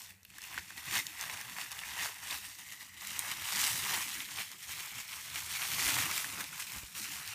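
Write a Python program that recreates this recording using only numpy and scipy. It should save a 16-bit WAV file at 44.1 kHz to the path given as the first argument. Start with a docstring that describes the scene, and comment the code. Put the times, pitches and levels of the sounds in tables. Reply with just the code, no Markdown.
"""A thin metallised plastic blanket is unfolded by hand in a carpeted room, beside a small microphone.
It starts with light, bright rustling and single snaps, then the tugs come in stronger swells.
Thousands of tiny bursts make the crackle: wide folds click low, creases near 2 kHz, fine wrinkles high.
The handling is loudest near 3.6 s and 6 s; soft low thumps follow just before 6 s and 7 s.
All along, the sheet swings, wobbles low and pushes air, over a faint room hum and hiss of filtered noise."""
import sys
import numpy as np
from scipy import signal
from scipy.fft import rfft, irfft, next_fast_len
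from scipy.io import wavfile
from scipy.ndimage import uniform_filter1d, map_coordinates

SR = 44100
rng = np.random.default_rng(int(sys.argv[2]) if len(sys.argv) > 2 else 0)


def boost(x):
    """Linear amplitude factor 10**(x/20) for a level x in decibels (scalar or array-like)."""
    u = np.asarray(x, float) / 20
    return 10 ** u


def inscribe(sig):
    """Save sig as 16-bit PCM at rate SR to the path in sys.argv[1].

    A 1-D sig is mono; a 2-D sig holds one channel per row.
    Samples are clipped to [-1, 1] before scaling.
    """
    pcm = np.round(np.clip(np.atleast_2d(sig).T, -1, 1) * 32767)
    wavfile.write(sys.argv[1], SR, pcm.astype(np.int16))


N = 323694  # length in samples, about 7.3 s


def along(points, hz):
    """Reads a curve of (pitch_hz, value) points, with pitch on a log axis."""
    point_hz, value = np.transpose(points)
    return np.interp(np.log(hz + 1), np.log(point_hz + 1), value)


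def unit(x):
    """Scales a sound to an rms level of 1."""
    return x / np.sqrt(np.mean(x ** 2, -1, keepdims=True) + 1e-20)


def curves(rows):
    """Joins table rows by straight lines: one value per sample for each column after the time."""
    time_s, *columns = np.transpose(rows)
    return [np.interp(np.arange(N) / SR, time_s, column) for column in columns]


def wobble(rate):
    """A smooth random curve through rate random values a second (at most 400)."""
    return map_coordinates(rng.standard_normal(N // 100), [np.arange(N) * min(rate, 400) / SR])


def filtered(x, response):
    """Multiplies the spectrum of x by a gain that depends on frequency."""
    size = next_fast_len(N + SR // 2)
    gain = response(np.fft.rfftfreq(size, 1 / SR))
    return irfft(rfft(x, size) * gain, size)[..., :N]


def above(f, hz):
    """Gain of a steep high-pass filter."""
    return 1 / np.sqrt(1 + (hz / (f + 1)) ** 8)


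def pops(start_s, hz, energy_db, t60_s, sharpness, size):
    """Short noise bursts that swell and die, each through its own resonance (sharpness = pitch / width)."""
    t = np.arange(size) / SR
    f = np.fft.rfftfreq(size, 1 / SR)
    age = t / t60_s[:, None]
    burst = rng.standard_normal((len(start_s), size)) * boost(-60 * age)
    burst *= t < t[size // 2]  # the second half is left free for the ringing
    burst *= 1 - np.exp(-age / .04)  # a quick but soft start
    centre = hz[:, None]
    ring = 1j * f * centre / (centre * centre - f * f + 1j * f * centre / sharpness)
    pop = irfft(rfft(burst) * ring, size)
    pop *= boost(energy_db)[:, None] / np.linalg.norm(pop, axis=1, keepdims=True)
    where = np.round(start_s * SR).astype(int)[:, None] + np.arange(size)
    return np.bincount(where.ravel(), pop.ravel(), N + size)[:N]


def crackle(count, low_hz, high_hz, spread_db, most_db, t60_s, sharpness, size):
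    """Film buckles at random moments and pitches; few bursts come near most_db (below 0 if spread_db is)."""
    when, pitch, big, life = rng.random((count, 4)).T
    hz = low_hz * (high_hz / low_hz) ** pitch
    energy_db = most_db * np.tanh(-spread_db * np.log(1 - big) / most_db)
    x = pops(when * (N - 1) / SR, hz, energy_db, t60_s * (.5 + life), sharpness, size)
    return unit(filtered(x, np.sqrt))  # pitches spread evenly per octave, levelled per Hz


def bursts(top_s, db, rise_ms, fall_ms):
    """Summed power of swells that are 10 dB down rise_ms before and fall_ms after their top."""
    coarse = np.arange(0, N, 32)  # worked out at every 32nd sample
    late_ms = 1000 * (coarse / SR - top_s[:, None])
    span_ms = np.where(late_ms < 0, rise_ms[:, None], fall_ms[:, None])
    away = np.abs(late_ms) / np.maximum(span_ms, 8)
    level_db = db[:, None] - 10 * away ** 1.5  # rounded top, steepening flanks
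    power = np.sum(boost(level_db) ** 2, 0)
    return np.interp(np.arange(N), coarse, power)


def blanket():
    """Film buckles in clumps of crackle over a sliding hiss; folds, creases and wrinkles take their turns."""
    # colour of the crackle at the microphone: pitch_hz, level_db (per Hz, relative)
    foil_colour = [(250, -22), (420, -10.5), (503, -17), (918, -5.5), (1510, -7.5), (2070, -4.5),
                   (2300, -3), (2550, -3.5), (4880, -6.5), (5500, -5), (8900, -7), (10500, -8),
                   (13800, -10.5), (15300, -11.5)]
    # a narrow rustle that stands out when the handling is light: time_s, level_db (over creases)
    narrow_level = [(0, -9), (.6, -2.5), (1.8, -7), (2.4, -14), (2.65, 0.5), (2.95, -1), (3.2, -11.5),
                    (4.1, -12.5), (5.1, -22), (6, -8), (7.34, -13)]
    fold_top_hz, wrinkle_low_hz = 1600, 3600  # borders between folds, creases and wrinkles
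    narrow_hz, narrow_width_hz = 1988, 270

    bright_gain, wide_gain, wrinkle_db = effort()
    wrinkle_db = wrinkle_db + 0.15 * wobble(8.9)  # the balance of sizes never rests
    clumps_db = 0.47 * wobble(22) + 0.95 * wobble(70)

    ticks = crackle(count=1800, low_hz=1000, high_hz=14200, spread_db=1.2, most_db=8,
                    t60_s=0.005, sharpness=0.4, size=256)
    big = crackle(count=7000, low_hz=447, high_hz=4310, spread_db=.9, most_db=7,
                  t60_s=0.012, sharpness=1.8, size=512)
    big += boost(-4) * rng.standard_normal(N) + boost(-1) * ticks  # noise: the sliding hiss
    small = crackle(count=14000, low_hz=3080, high_hz=16400, spread_db=.8, most_db=5,
                    t60_s=0.006, sharpness=1.9, size=256)
    small += boost(-1) * rng.standard_normal(N) + boost(-1) * ticks

    def band(x, low_hz, high_hz):
        """One range of pitches in the colour of the film."""
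        def response(f):
            below = np.sqrt(1 - above(f, high_hz) ** 2)
            return boost(along(foil_colour, f)) * above(f, low_hz) * below
        return filtered(x, response)

    folds = unit(band(big, 1, fold_top_hz) * boost(clumps_db + 1.35 * wobble(40)))
    creases = unit(band(big, fold_top_hz, wrinkle_low_hz) * boost(clumps_db + .5 * wobble(30)))
    wrinkles = unit(band(small, wrinkle_low_hz, SR) * boost(clumps_db + 0.27 * wobble(27)))
    narrow_db, = curves(narrow_level)
    narrow = unit(filtered(small, lambda f: 1 / (1 + (2 * (f - narrow_hz) / narrow_width_hz) ** 2)))

    bright = creases + boost(narrow_db) * narrow + boost(wrinkle_db) * wrinkles
    share = np.sqrt(1 + boost(wrinkle_db) ** 2)  # creases and wrinkles divide the effort between them
    return (bright_gain * bright + wide_gain * folds) / share


def effort():
    """Harder handling buckles more film: gains of creases with wrinkles and of folds, and wrinkle dB."""
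    # steady handling: time_s, crackle_db, wide_folds_db (over creases), fine_wrinkles_db (over creases)
    steady_hands = [(0.0, -50.5, -4, 10), (0.11, -55, -10, 5.5), (0.15, -70.5, -7, -1), (0.36, -67, -11, 4),
                    (0.46, -59, 7.5, 4.5), (0.66, -65, -10, 3.5), (1.05, -58, 1, 4),
                    (1.45, -51.5, -10, 4.5), (1.9, -51.5, -12, 3.5), (2.19, -51, -5, 4.5),
                    (2.55, -51.5, -12, 5.5), (2.67, -63, -16, 6), (2.96, -57.5, -16, 5.5),
                    (3.02, -52, -1, 7), (3.38, -46, -6, 1.5), (3.5, -37.5, -7, 6), (4.07, -44, -17, 4.5),
                    (4.27, -47, -24, 3.5), (4.57, -54.5, -10, 3.5), (5.3, -48.5, -7, 2.5),
                    (5.7, -47, -8, 6), (6.2, -53, -7, 5.5), (6.46, -52.5, -8, 5), (6.92, -55, -8, 6.5),
                    (7.34, -53, -5, 3.5)]
    # single tugs, each a burst of crumpling that builds up and lets go:
    # top_s, crackle_db, rise_ms (the last 10 dB), fall_ms (the first 10 dB), wide_folds_db (over creases)
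    tugs = [(0.315, -61.5, 50, 20, -8), (0.387, -54.5, 63, 10, -7), (0.447, -49, 66, 277, -11),
            (0.583, -49, 84, 16, -1.5), (0.694, -54.5, 14, 99, -3), (0.78, -45.5, 23, 44, -3.5),
            (0.885, -44, 51, 246, -6.5), (0.985, -34.5, 100, 21, -9.5), (1.24, -43.5, 116, 98, -4),
            (1.345, -47, 50, 150, 1), (1.626, -46.5, 169.5, 47, -1.5), (1.721, -47, 11, 18, -3),
            (1.86, -47, 200, 132, -3.5), (2.035, -38, 98, 65, -1), (2.326, -41, 91, 85, -2),
            (2.454, -43.5, 22, 34, -9), (2.594, -49, 15, 47, -4.5), (2.727, -47, 82, 47, -8.5),
            (2.82, -49, 33, 64, -7), (2.97, -56.5, 57, 307, -4), (3.076, -44.5, 65, 77, -16),
            (3.317, -42, 220, 29, -4), (3.532, -41.5, 10, 16, 3.5), (3.628, -32, 65, 159, -6),
            (3.957, -37.5, 233, 113, -3), (4.214, -42, 403, 31, -9), (4.397, -41, 117, 60, -6.5),
            (4.53, -53, 105, 16, -2), (4.638, -47.5, 49, 44, -14), (4.714, -41.5, 34, 71, -11),
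            (4.791, -44.5, 37, 193, -8.5), (5.009, -46.5, 96, 33, -3.5), (5.097, -48.5, 24, 400, -19.5),
            (5.205, -47, 26, 22, -15), (5.372, -38, 37, 52, -10), (5.555, -41.5, 163, 36, -7.5),
            (5.623, -40, 29, 54, 0.5), (5.887, -34, 330, 45, -11), (6.005, -33, 219, 46, -3.5),
            (6.179, -38, 296, 40, -3), (6.22, -42.5, 254, 270, -4), (6.403, -38, 28, 21, 2),
            (6.544, -47, 26, 148, -3.5), (6.609, -41, 15, 29, -10), (6.711, -45, 94, 163, -8),
            (6.968, -40, 18, 190, -12), (7.149, -43, 73, 74, -5), (7.289, -45.5, 105, 100, -7)]
    steady_db, fold_db, wrinkle_db = curves(steady_hands)
    top_s, tug_db, rise_ms, fall_ms, tug_fold_db = np.transpose(tugs)
    bright_power = boost(steady_db) ** 2 + bursts(top_s, tug_db, rise_ms, fall_ms)
    wide_power = boost(steady_db + fold_db) ** 2 + bursts(top_s, tug_db + tug_fold_db, rise_ms, fall_ms)
    return np.sqrt(bright_power), np.sqrt(wide_power), wrinkle_db


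def patchy(x, depth_db, bins, frames):
    """The colour drifts in patches of pitch and time as other parts of the sheet are handled."""
    spectrum = signal.stft(x, nperseg=512)[2]
    field = rng.standard_normal(spectrum.shape)
    field = uniform_filter1d(uniform_filter1d(field, bins, 0), frames, 1)
    return signal.istft(spectrum * boost(depth_db * field / field.std()), nperseg=512)[1][:N]


def snaps():
    """A big crease pops over: a short ring of the fold and a bright spray from the wrinkles around it."""
    # single snaps that stand out: start_s, ring_hz, ring_energy_db, spray_hz, spray_energy_db
    snap_list = [(.105, 2500, -29, 11000, -26), (.231, 2500, -51, 6000, -33), (.25, 2650, -29, 12100, -28),
                 (.302, 2580, -30.5, 9050, -33), (.383, 1660, -23, 8950, -22),
                 (0.418, 2800, -39, 6400, -22), (.438, 2550, -24, 6200, -24), (0.542, 1740, -22, 9310, -25),
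                 (.577, 1730, -9.5, 4090, -34), (0.585, 1870, -16, 4500, -38),
                 (.704, 1750, -22.5, 6070, -35), (0.778, 1980, -22, 4480, -21),
                 (.856, 2090, -28.5, 7990, -23), (.939, 1980, -15, 5450, -18), (.953, 1990, -14, 5000, -24),
                 (.961, 1900, -10.5, 4500, -24), (.979, 2110, -13, 5500, -27), (.991, 2200, -16, 6500, -19),
                 (1.0, 2000, -27, 4500, -31), (1.172, 1900, -24, 4500, -28), (1.238, 1400, -17, 5000, -28),
                 (2.119, 2000, -26, 5000, -27), (1.995, 2000, -18, 5000, -19),
                 (2.018, 2030, -18, 5000, -21), (2.032, 1980, -19, 5000, -17),
                 (2.049, 1800, -23, 5000, -27), (2.058, 1050, -15.5, 4500, -26),
                 (3.631, 2000, -13, 4300, -14), (3.639, 2110, -12, 4500, -16),
                 (3.675, 2020, -15, 4500, -22), (3.769, 2150, -25, 4000, -24),
                 (3.908, 2080, -12.5, 5000, -22), (3.935, 2900, -15, 4500, -24),
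                 (6.022, 2300, -13, 5000, -24), (1.067, 2970, -24, 5500, -13),
                 (1.211, 2010, -37, 7090, -13), (1.297, 2090, -15, 4420, -32),
                 (1.412, 2040, -20.5, 8550, -20), (1.584, 1200, -17, 4450, -23.5),
                 (1.613, 2670, -15.5, 6550, -26), (1.727, 2500, -29, 5650, -25),
                 (1.717, 1880, -33, 5600, -17), (1.79, 3180, -17, 6430, -28), (1.835, 1880, -16, 4580, -35),
                 (2.308, 3440, -13, 8810, -21), (2.326, 2400, -14, 5000, -35),
                 (2.722, 2020, -29, 5670, -24), (3.071, 3480, -30, 8000, -15),
                 (3.106, 2900, -21, 5840, -26), (3.192, 1980, -20, 8900, -4.5),
                 (3.223, 2000, -28, 5670, -25), (3.315, 2050, -16, 7000, -14),
                 (3.371, 2010, -22, 6140, -26), (3.523, 1240, -23, 5800, -18),
                 (3.564, 2990, -25, 5100, -17), (3.582, 1780, -13, 6180, -23),
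                 (4.203, 2930, -14, 5180, -31), (4.386, 2480, -13.5, 4080, -30),
                 (4.516, 3000, -33, 5500, -21), (4.693, 1350, -26, 5880, -21),
                 (5.358, 2240, -13, 6000, -24), (5.618, 2470, -15, 4230, -18), (5.986, 1950, -5, 5910, -22),
                 (5.996, 2980, -20, 5000, -21), (6.113, 2020, -11.5, 5500, -14),
                 (6.178, 2500, -11, 8000, -10), (6.163, 2500, -17, 13200, -14),
                 (6.244, 1740, -12.5, 6290, -23), (6.299, 2030, -19, 5210, -32),
                 (6.381, 1070, -22, 4050, -25), (6.41, 2200, -17, 3600, -19), (6.441, 1910, -21, 5560, -20),
                 (6.529, 1360, -23.5, 8570, -24), (6.598, 1900, -20, 8850, -16),
                 (6.623, 2200, -20, 6000, -20), (6.72, 2290, -28, 11200, -17), (6.95, 3090, -20, 5410, -30),
                 (7.276, 2820, -21, 5730, -17)]
    start_s, ring_hz, ring_db, spray_hz, spray_db = np.transpose(snap_list)
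    even = np.ones(len(start_s))
    ring = pops(start_s, ring_hz, ring_db, .016 * even, sharpness=3.2, size=1024)
    spray = pops(start_s, spray_hz, spray_db, .008 * even, sharpness=1.1, size=1024)
    return ring + spray


def flapping():
    """Broad areas of film push air and wobble at low pitches for a few cycles."""
    # big swings of the whole sheet: top_s, air_push_db, film_wobble_db, span_ms (for 10 dB up and down)
    swings = [(0.11, -66.5, -69, 47), (0.58, -61, -65, 62), (0.79, -64, -81, 59), (0.94, -68, -55, 77),
              (1.26, -71.5, -87, 222), (1.5, -69, -62, 50), (2.05, -75, -63, 32), (2.45, -75, -65.5, 120),
              (3.27, -71, -67, 300), (3.54, -69, -58.0, 52), (3.76, -74, -56, 250), (4.2, -78.5, -56.5, 25),
              (4.34, -73, -69, 300), (4.99, -64, -65, 50), (5.44, -68, -71, 204), (5.95, -64, -51, 202),
              (6.38, -74, -58.5, 201), (6.78, -68, -59, 80), (7.0, -69, -60, 63), (7.15, -75, -62, 150)]
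    # colour of pushes and wobbles: pitch_hz, level_db (per Hz, relative)
    flap_colour = [(16, -44), (28, -21), (54, -7), (102, 1.5), (308, -2), (337, -4), (495, -19.5),
                   (600, -12.5), (780, -28), (1320, -120)]
    push_db, push_waver_db = -72, 4  # the air stirs a little all the time
    wobble_db, wobble_waver_db = -69, 1.5  # film wobble at ordinary effort
    ordinary_db = -45  # crackle of ordinary effort
    growth = 0.76  # dB of wobble for each dB of effort

    top_s, swing_push_db, swing_wobble_db, span_ms = np.transpose(swings)
    relative_effort = effort()[0] / boost(ordinary_db)
    follow = boost(wobble_db + wobble_waver_db * wobble(9)) * relative_effort ** growth
    stir = boost(push_db + push_waver_db * wobble(5))
    push_gain = np.sqrt(stir ** 2 + bursts(top_s, swing_push_db, span_ms, span_ms))
    wobble_gain = np.sqrt(follow ** 2 + bursts(top_s, swing_wobble_db, span_ms, span_ms))

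    def colour(f):
        return boost(along(flap_colour, f))

    def deep(f):
        return 1 / np.sqrt(1 + (f / 88) ** 6)  # air pushes lie below about 88 Hz, wobbles above

    # low bursts of nearly equal size
    film = crackle(count=900, low_hz=33.74, high_hz=615, spread_db=-1.0, most_db=1.0,
                   t60_s=0.094, sharpness=11.7, size=8192)
    film += boost(1.0) * rng.standard_normal(N)
    pushes = unit(filtered(film, lambda f: colour(f) * deep(f)))
    wobbles = unit(filtered(film, lambda f: colour(f) * np.sqrt(1 - deep(f) ** 2)))
    return push_gain * pushes + wobble_gain * wobbles


def thuds():
    """A soft contact: a few cycles of one low resonance."""
    # dull low thumps: start_s, pitch_hz, energy_db
    thump_list = [(5.86, 65, -19), (5.96, 90, -23), (6.76, 60, -22), (6.83, 60, -21)]
    start_s, hz, energy_db = np.transpose(thump_list)
    return pops(start_s, hz, energy_db, .03 * np.ones(len(start_s)), sharpness=3, size=8192)


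def bounce(x):
    """One early reflection, duller than the direct sound; its delay follows the sheet."""
    # a hard surface close by answers as the sheet moves: time_s, delay_ms, level_db
    reflection = [(0, 1.14, -13.5), (2.3, 1.08, -12.5), (3.0, 1.01, -13.5), (3.8, 1.03, -18),
                  (4.4, .95, -22), (5.9, 0.876, -19.5), (6.6, 0.77, -19), (7.34, 0.69, -16)]
    delay_ms, level_db = curves(reflection)
    dull = filtered(x, lambda f: 1 / np.sqrt(1 + (f / 7000) ** 4))
    return boost(level_db) * map_coordinates(dull, [np.arange(N) - delay_ms * SR / 1000])


def room(x, count):
    """Each frequency dies at its own speed; the answer changes as the sheet moves about the room."""
    # how long the room rings: pitch_hz, t60_s (time to fall by 60 dB)
    ringing = [(500, 0.082), (3000, 0.19), (12000, 0.63)]
    hz, t, noise = signal.stft(rng.standard_normal((count, SR // 3)), SR, nperseg=256)
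    decay = boost(-60 * t / along(ringing, hz)[:, None])
    tails = signal.istft(noise * decay, SR, nperseg=256)[1]
    wet = np.zeros(N + SR)
    for piece, tail in zip(np.array_split(np.arange(N), count), tails):
        answer = signal.fftconvolve(x[piece], tail / np.linalg.norm(tail))
        wet[piece[0] + 200:][:len(answer)] += answer  # the first wall answers after about 4.5 ms
    return wet[:N]


def room_hum():
    """Noise in narrow low bands makes an unsteady hum."""
    # the bands of the hum: pitch_hz, width_hz, level_db (relative)
    hum_bands = [(94.4, 4.8, 0), (115.3, 7.8, -13), (193, 19, 2.5)]

    def response(f):
        return sum(boost(db) / (1 + (2 * (f - hz) / width_hz) ** 2) for hz, width_hz, db in hum_bands)
    return boost(-75.0) * unit(filtered(rng.standard_normal(N), response))


def air_hiss():
    """Air in the room: steady noise with a fixed colour."""
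    # colour of the air: pitch_hz, level_db (per Hz, relative)
    air_colour = [(250, -28), (450, -1), (900, -8), (2000, -10), (4000, -27), (15000, -12)]
    noise = rng.standard_normal(N)
    return boost(-76.5) * unit(filtered(noise, lambda f: boost(along(air_colour, f))))


def scene():
    """The blanket near the microphone, with one close reflection, a little room and faint hum and hiss."""
    foil = patchy(blanket(), depth_db=1.0, bins=9, frames=12) + snaps()
    echoes = bounce(foil) + boost(-9.5) * room(foil, count=30)
    mix = foil + echoes + flapping() + thuds() + room_hum() + air_hiss()
    return mix[None]  # one channel


def low_pass(x):
    """Removes everything above the highest recorded frequency."""
    return signal.sosfilt(signal.butter(12, 16510, fs=SR, output="sos"), x)


def record(dry):
    """The microphone housing weakens three narrow bands, and the very top is cut."""
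    # dips of the microphone housing: pitch_hz, width_hz, level_db
    housing_dips = [(1980, 87, -1), (4930, 60, -2.5), (10480, 240, -13)]
    top_hz = 15480

    def housing(f):
        return boost(sum(db / (1 + (2 * (f - hz) / width_hz) ** 2) for hz, width_hz, db in housing_dips))

    def top(f):
        return np.clip((top_hz - f) / 150, .002, 1)  # fades out over the last 150 Hz

    mix = filtered(dry, lambda f: housing(f) * top(f))
    return low_pass(mix)


dry = scene()
out = record(dry)
inscribe(out)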